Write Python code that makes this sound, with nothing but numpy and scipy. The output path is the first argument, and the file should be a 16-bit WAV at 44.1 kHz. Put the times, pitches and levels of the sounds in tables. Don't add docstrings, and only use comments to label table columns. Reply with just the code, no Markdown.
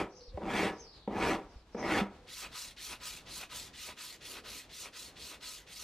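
import sys
import numpy as np
from scipy import signal
from scipy.fft import rfft, irfft, next_fast_len
from scipy.io import wavfile
from scipy.ndimage import map_coordinates

SR = 44100
rng = np.random.default_rng(int(sys.argv[2]) if len(sys.argv) > 2 else 0)


def file_out(sig):
    cols = np.atleast_2d(sig).T
    lim = np.clip(cols, -1, 1)
    pcm = np.round(lim * 32767).astype(np.int16)
    wavfile.write(sys.argv[1], SR, pcm)


N = 257103
TIME = np.arange(N) / SR
SIZE = next_fast_len(N + SR // 2)
FREQ = np.maximum(np.arange(SIZE // 2 + 1) * SR / SIZE, 1)


def undb(db):
    return 10 ** (np.asarray(db) / 20)


def unit(x):
    return x / np.sqrt(np.mean(x ** 2))


def apply(x, response):
    return irfft(rfft(x, SIZE) * response, SIZE)[..., :N]


def colour(points):
    hz, db = np.transpose(points)
    log_gain = np.log(undb(np.interp(np.log(FREQ), np.log(hz), db)))
    cepstrum = irfft(log_gain, SIZE)
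    return np.exp(rfft(np.r_[cepstrum[0], 2 * cepstrum[1:SIZE // 2]], SIZE))


def resonances(modes):
    peaks = [1 + undb(db) / (1 + 1j * (FREQ ** 2 - hz ** 2) / (FREQ * width)) for hz, width, db in modes]
    return np.prod(peaks, axis=0)


def below(hz):
    return 1 / (1 + 1j * np.sqrt(2) * FREQ / hz - (FREQ / hz) ** 2)


def above(hz):
    return below(hz) * (FREQ / hz) ** 2


def share_under(hz):
    return 1 / (1 + (FREQ / hz) ** 4)


def echoes(t60, wet_db):
    tail = rng.standard_normal(N) * np.exp(-np.log(1000) * TIME / t60)
    wet = undb(wet_db) * rfft(unit(tail), SIZE) / np.sqrt(N)
    return (1 + wet) / np.sqrt(1 + undb(2 * wet_db))


def walk(rate):
    return unit(apply(rng.standard_normal(N), below(rate)))


def grains(rate, spread_db):
    strikes = rng.random((2, N)) < rate / SR
    sizes = unit(rng.standard_normal((2, N)) * undb(spread_db * rng.standard_normal((2, N))))
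    return strikes * sizes / np.sqrt(np.clip(rate / SR, 1e-3, 1))


PATCHY_FROM_HZ = 1960


def patchy(x, patch_db, rate, width_hz):
    hz, s, frames = signal.stft(x, SR, nperseg=512)
    chance = rng.standard_normal((256, 512))
    places = np.meshgrid(hz / width_hz, s * rate, indexing="ij")
    field = unit(map_coordinates(chance, places, order=3, mode="wrap"))
    depth_db = patch_db * np.minimum(hz / PATCHY_FROM_HZ, 1)[:, None]
    gain = undb(depth_db * field)
    gain = gain / np.sqrt(np.mean(gain ** 2, axis=1, keepdims=True))
    return signal.istft(frames * gain, SR)[1][..., :N]


def arch(start, length):
    return np.sin(np.pi * np.clip((TIME - start) / length, 0, 1))


def held(start, end, attack_s, release_s):
    return np.clip((TIME - start) / attack_s, 0, 1) * np.exp(-np.maximum(TIME - end, 0) / release_s)


def passing(s, half):
    return 1 / (1 + ((TIME - s) / half) ** 2)


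def tone(hz):
    return unit(np.sin(2 * np.pi * np.cumsum(hz) / SR))


# frequency in Hz, relative level in dB.
AIR_COLOUR = [(20, -21.5), (48, -2), (90, -9), (200, -11), (500, -15), (1000, -18), (2000, -25.5),
              (4000, -27), (8000, -39), (15000, -54)]
AIR_DB = -60.5


def open_air():
    noise = unit(apply(rng.standard_normal((2, N)), colour(AIR_COLOUR)))
    return noise * undb(AIR_DB + 2.8 * walk(4.5))


# nearest moment in s, half length in s, level there in dB before flutter.
VEHICLES = [(4.407, 0.14, -59), (5.298, 0.53, -66)]


def traffic():
    tyres = colour([(50, -18), (110, -17.0), (250, 0.0), (450, 2.5), (700, -8.0), (2000, -59.0), (8000, -68)])
    noise = unit(apply(rng.standard_normal((2, N)), tyres))
    swell = sum(undb(db) * passing(s, half) for s, half, db in VEHICLES)
    return noise * swell * undb(1.68 * walk(13.0))


RUMBLE_S, RUMBLE_HALF_S, RUMBLE_HZ, RUMBLE_DB = 1.85, 0.98, 44, -63


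def low_rumble():
    band = (above(RUMBLE_HZ) * below(RUMBLE_HZ)) ** 2
    noise = unit(apply(rng.standard_normal((2, N)), band))
    return noise * undb(RUMBLE_DB) * passing(RUMBLE_S, RUMBLE_HALF_S)


# start in s, length in s, top pitch in Hz, level in dB before the echoes.
DOVE_COOS = [(0.108, 0.22, 493, -58.5), (.325, 0.084, 535, -47), (0.705, 0.2, 463, -61),
             (2.14, 0.16, 507, -61.5)]
COO_ARCH, COO_WAVER_HZ = 0.0383, 18


def dove():
    coos = np.zeros(N)
    for s, length, hz, db in DOVE_COOS:
        swell = arch(s, length)
        pitch = hz * (1 + COO_ARCH * (swell - 1)) + COO_WAVER_HZ * walk(33)
        coos += swell * undb(db) * tone(pitch)
    return np.array([apply(coos, echoes(t60=0.68, wet_db=-6)) for _ in range(2)])


# start in s, length of the falling trill in s,
# whistle level in dB and starting trill level in dB, both before flutter and echoes.
BIRD_CHIRRS = [(0.146, 0.12, -62, -58.5), (.778, 0.33, -54, -55), (1.486, 0.11, -81, -70),
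               (1.78, 0.073, -59.5, -55.5)]
WHISTLE_HZ, WHISTLE_S = 6290, 0.029
TRILL_HZ, TRILL_DEPTH_HZ = 5500, 604
FALL_HZ_PER_S, FADE_DB_PER_S = 7700, -55
TRILL_SWELL_S = 0.073


def small_bird():
    song = np.zeros(N)
    trill = 0.59 * np.sin(2 * np.pi * 70 * TIME) + 0.48 * walk(249)
    for s, length, whistle_db, trill_db in BIRD_CHIRRS:
        age = np.clip(TIME - s - WHISTLE_S, 0, length)
        song += arch(s, WHISTLE_S) * undb(whistle_db) * tone(WHISTLE_HZ + 90 * trill)
        pitch = TRILL_HZ - FALL_HZ_PER_S * age + TRILL_DEPTH_HZ * trill + 200 * walk(24.73)
        end = s + WHISTLE_S + length
        swell = held(s - TRILL_SWELL_S, end, 2 * TRILL_SWELL_S + WHISTLE_S, 0.0091)
        song += swell * undb(trill_db + FADE_DB_PER_S * age) * tone(pitch)
    return np.array([apply(song * undb(3.2 * walk(60)), echoes(t60=0.14, wet_db=7.0)) for _ in range(2)])


SHUDDER_DB = -16


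def bench_shudder(drag):
    return unit(apply(rng.standard_normal((2, N)), above(33) * below(73))) * drag * undb(SHUDDER_DB)


# start in s, frequency in Hz, level in dB before the onset and decay, 60 dB decay time in s.
ROCKING = [(.28, 41, -44.5, 0.51), (0.344, 72, -32, 0.12), (1.558, 54.4, -40, 0.15),
           (2.014, 199, -23, 0.16)]
THUD_SIDE_DB = 0


def thuds():
    out = np.zeros((2, N))
    for s, hz, db, t60 in ROCKING:
        age = np.maximum(TIME - s, 0)
        swing = undb(db) * (1 - np.exp(-age / 0.0017)) * np.exp(-np.log(1000) * age / t60)
        mid = np.sin(2 * np.pi * hz * age)
        side = undb(THUD_SIDE_DB) * np.cos(2 * np.pi * hz * age)
        out += swing * np.array([mid, side])
    return out


# moment in s, peak level in dB before the echoes, contact hardness as a low-pass edge in Hz.
FILE_LANDINGS = [(0.374, -21.5, 800), (1.076, -23.5, 800), (1.747, -28.5, 1100)]
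# frequency in Hz, level in dB.
KNOCK_COLOUR = [(60, -31), (200, 0), (350, -8), (560, 4.5), (800, -1.5), (1300, -12.5), (5000, -15)]
# frequency in Hz, width in Hz, lift in dB.
HANDLE_MODES = [(203.7, 29, 6.5), (278.3, 12.5, 6), (325.4, 15, 9.5), (406, 22, 6), (475.4, 13.5, 6),
                (558, 30, -6), (789, 28, 2), (950, 28, 2), (1245, 84, -0.5), (1710, 17, 2), (1952, 12, -2),
                (2274, 190, 2), (2724, 24, -3), (8100, 200, 0)]


def landings():
    out = np.zeros((2, N))
    wood = colour(KNOCK_COLOUR) * resonances(HANDLE_MODES)
    for s, db, hard_hz in FILE_LANDINGS:
        age = np.maximum(TIME - s, 0)
        chatter = np.sin(2 * np.pi * 500 * age) * age / 0.0069 * np.exp(-age / 0.002)
        rattle = rng.standard_normal((2, N)) * (age > 0) * np.exp(-age / 0.0062)
        knock = apply(chatter + 1.5 * rattle, wood * below(hard_hz))
        out += undb(db) * knock / np.abs(knock).max()
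    return out


# start in s, fastest moment in s, lift-off in s,
# drag level in dB and bite level in dB, both at full speed and before the echoes.
FILE_PUSHES = [(-.33, -.055, 0.033, -34.5, -38), (.395, .61, .702, -35, -37),
               (1.08, 1.29, 1.363, -33.5, -37), (1.75, 1.972, 2.022, -34, -36)]
START_SPEED, LIFT_SPEED, SPEED_CURVE = .12, .42, 1.15
DRAG_POWER, BITE_POWER, SPLINTER_POWER = 0.49, 1.49, 1.7
SPLINTER_DB = -3
PRESS_S, RELEASE_S = .03, .026
FREE_S = 0.018


def file_motion():
    drag, bite, splinter, speed = np.zeros((4, N))
    for start, fastest, lift, drag_db, bite_db in FILE_PUSHES:
        progress = np.clip((TIME - start) / (fastest - start), 0, 1)
        rise = np.sin(np.pi / 2 * progress ** SPEED_CURVE) ** 2
        brake = np.clip((TIME - fastest) / (lift - fastest), 0, 1) ** 2
        v = (START_SPEED + (1 - START_SPEED) * rise) * (1 - (1 - LIFT_SPEED) * brake)
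        v = np.clip(v, 0, 1)
        contact = held(start, lift, PRESS_S, RELEASE_S)
        cutting = held(start, lift, PRESS_S, FREE_S)
        drag += contact * undb(drag_db) * v ** DRAG_POWER
        bite += cutting * undb(bite_db) * v ** BITE_POWER
        splinter += cutting * undb(bite_db + SPLINTER_DB) * v ** SPLINTER_POWER
        speed += contact * v
    return drag, bite, splinter, speed


# frequency in Hz, level in dB.
RASP_COLOUR = [(30, -39), (70, -6.5), (140, -5), (200, -4), (380, -5.5), (700, -1.5), (1200, -7.5),
               (1600, -10.5), (2400, -12), (3300, -16.5), (5200, -21.5), (8200, -29), (13000, -37.5),
               (15500, -51)]
TOOTH_HZ = 520
CHATTER_DB, CHATTER_HZ = 0.5, 43.7
RING_T60_S, RING_DB, RING_HZ = 0.52, -11, 1550


def file_strokes(drag, bite, splinter, speed):
    tooth_phase = np.cumsum(TOOTH_HZ * speed * (1 + .15 * walk(60))) / SR
    catch = unit(np.exp(-(tooth_phase % 1) / 1.6)) * undb(CHATTER_DB * walk(CHATTER_HZ))
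    force = grains(4000 + 12000 * speed, spread_db=0.1) * catch
    rasp = apply(force, colour(RASP_COLOUR) * resonances(HANDLE_MODES))
    rasp = patchy(rasp, patch_db=2.5, rate=42, width_hz=263)
    lows, lows_and_mids = share_under(1200), share_under(4200)
    low = apply(rasp, lows)
    middle = apply(rasp, lows_and_mids - lows)
    top = apply(rasp, 1 - lows_and_mids)
    stroke = drag * unit(low) + (bite * middle + splinter * top) / np.std(middle)
    ringing = 1 + (echoes(RING_T60_S, RING_DB) - 1) * below(RING_HZ)
    return apply(stroke, ringing)


OUT_FASTEST, BACK_FASTEST, PULL_CURVE = .58, .41, 1.15
REST_SHARE, CREEP_SPEED = 0.027, .03
TAUT_DB, TAUT_CURVE = 18.5, 4.4


def strip_motion(turn):
    fastest = np.where(turn % 2 < 1, OUT_FASTEST, BACK_FASTEST)
    phase = turn % 1
    ramp = np.minimum((phase - REST_SHARE) / (fastest - REST_SHARE), (1 - phase) / (1 - fastest))
    speed = CREEP_SPEED + np.sin(np.pi / 2 * np.clip(ramp, 0, 1)) ** PULL_CURVE
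    reach = np.abs(np.sin(np.pi / 2 * turn)) ** 2
    return speed, TAUT_DB * reach ** TAUT_CURVE


# frequency in Hz, level in dB.
GRIT_COLOUR = [(600, -21), (1500, -23), (2500, 1), (3300, -0.5), (4500, 2), (6300, 0.5), (7800, -2.5),
               (12500, -6.5), (17000, -12), (20000, -8)]
# frequency in Hz, width in Hz, lift in dB.
CLOTH_RESONANCES = [(2330, 230, -17.5), (4080, 410, -3.5)]
GRIT_DB = -45


def grit_hiss(speed):
    surface = unit(apply(grains(20000, spread_db=-1.0), colour(GRIT_COLOUR)))
    travel = np.cumsum(np.clip(.42 + .6 * speed, .1, 1.2))
    hiss = np.array([map_coordinates(row, [travel], order=3, mode="wrap") for row in surface])
    loudness = speed ** 1.19 * undb(GRIT_DB + 1.0 * walk(57))
    hiss = apply(hiss * loudness, below(15600) * resonances(CLOTH_RESONANCES))
    hiss = patchy(hiss, patch_db=1.2, rate=12, width_hz=1500)
    return patchy(hiss, patch_db=2.5, rate=45, width_hz=200)


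# frequency in Hz, level in dB.
WOOD_COLOUR = [(80, -27), (250, -33), (450, -12.5), (700, -11), (1200, -8.5), (1800, -3.5), (2700, -4),
               (4000, -6), (7000, -38), (15000, -60)]
# frequency in Hz, width in Hz, lift in dB.
TAUT_STRIP_MODES = [(996, 48, 10), (1250, 43, 15.5), (1520, 74, 2), (2690, 540, -11.5)]
WOOD_DB = -56


def sanded_wood(scratches, speed, tension_db):
    wood = unit(apply(scratches, colour(WOOD_COLOUR) * resonances(TAUT_STRIP_MODES)))
    return wood * speed ** 1.67 * undb(WOOD_DB + tension_db)


# frequency in Hz, level in dB.
THRUM_COLOUR = [(80, -17), (280, 4), (750, 5), (1300, 4), (1800, -2), (2600, 11), (4000, -25), (15000, -62)]
THRUM_DB = -46.5


def handle_thrum(turn):
    drag = np.exp(-((turn % 2 - .78) / .11) ** 2)
    return unit(apply(grains(3000, spread_db=-3.5), colour(THRUM_COLOUR))) * drag * undb(THRUM_DB)


SCUFF_DB, SCUFF_RISE_S, SCUFF_FALL_S = -49, 0.01, 0.058


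def reversal_scuff(scratches, since):
    noise = unit(apply(scratches, above(2600) * below(4500) ** 2))
    envelope = (1 - np.exp(-since / SCUFF_RISE_S)) * np.exp(-since / SCUFF_FALL_S)
    return noise * envelope * undb(SCUFF_DB)


# start in seconds, relative force in dB.
STRIP_PULLS = [(2.255, -1), (2.499, -0.5), (2.747, -0.5), (2.983, -1), (3.241, -1), (3.478, -1),
               (3.715, -0.8), (3.95, -0.7), (4.189, -1), (4.422, -1.4), (4.675, -3.5), (4.909, -3),
               (5.139, -3), (5.39, -1.55), (5.65, -3.2), (5.91, -1.5)]
SMOOTHING_DB_PER_S = -1


def sanding():
    starts, force_db = np.transpose(STRIP_PULLS)
    turn = np.interp(TIME, starts, np.arange(len(starts)))
    pull = turn.astype(int)
    speed, tension_db = strip_motion(turn)
    speed = np.clip(speed * undb(.7 * walk(14)), .005, 2)
    roughness = undb(SMOOTHING_DB_PER_S * np.maximum(TIME - starts[0], 0))
    hiss = grit_hiss(speed)
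    scratches = grains(4000 + 16000 * speed, spread_db=-0.5)
    wood = sanded_wood(scratches, speed, tension_db)
    thrum = handle_thrum(turn)
    since = np.maximum(TIME - starts[pull] - .015, 0)
    scuff = reversal_scuff(scratches, since)
    return (TIME > starts[0]) * undb(force_db[pull]) * (hiss + roughness * (wood + thrum) + scuff)


# frequency in Hz, gain of the side signal in dB.
WORK_WIDTH = [(60, -42), (300, -28.5), (700, -23.5), (1300, -16.5), (2400, -25), (4400, -12), (8000, -3.5),
              (15000, -2.5)]
# frequency in Hz, gain of the side signal in dB.
AROUND_WIDTH = [(40, -29), (90, -24), (400, -18.5), (1000, -10.5), (3000, -4), (10000, -1)]
PORT_LAG_S = 1.2e-5


def scene():
    drag, bite, splinter, speed = file_motion()
    work = file_strokes(drag, bite, splinter, speed) + landings() + sanding()
    work = apply(work, echoes(t60=0.19, wet_db=-10))
    yard = open_air() + traffic() + low_rumble()
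    around = yard + dove() + small_bird() + bench_shudder(drag) + thuds()
    mid = work[0] + around[0]
    side = apply(work[1], colour(WORK_WIDTH)) + apply(around[1], colour(AROUND_WIDTH))
    left = (mid + side) * undb(0.11)
    right = apply(mid - side, np.exp(-2j * np.pi * FREQ * PORT_LAG_S))
    return np.array([left, right])


TOP_HZ = 15200


def record(dry):
    return signal.sosfilt(signal.ellip(8, .2, 70, TOP_HZ, fs=SR, output="sos"), dry)


dry = scene()
out = record(dry)
file_out(out)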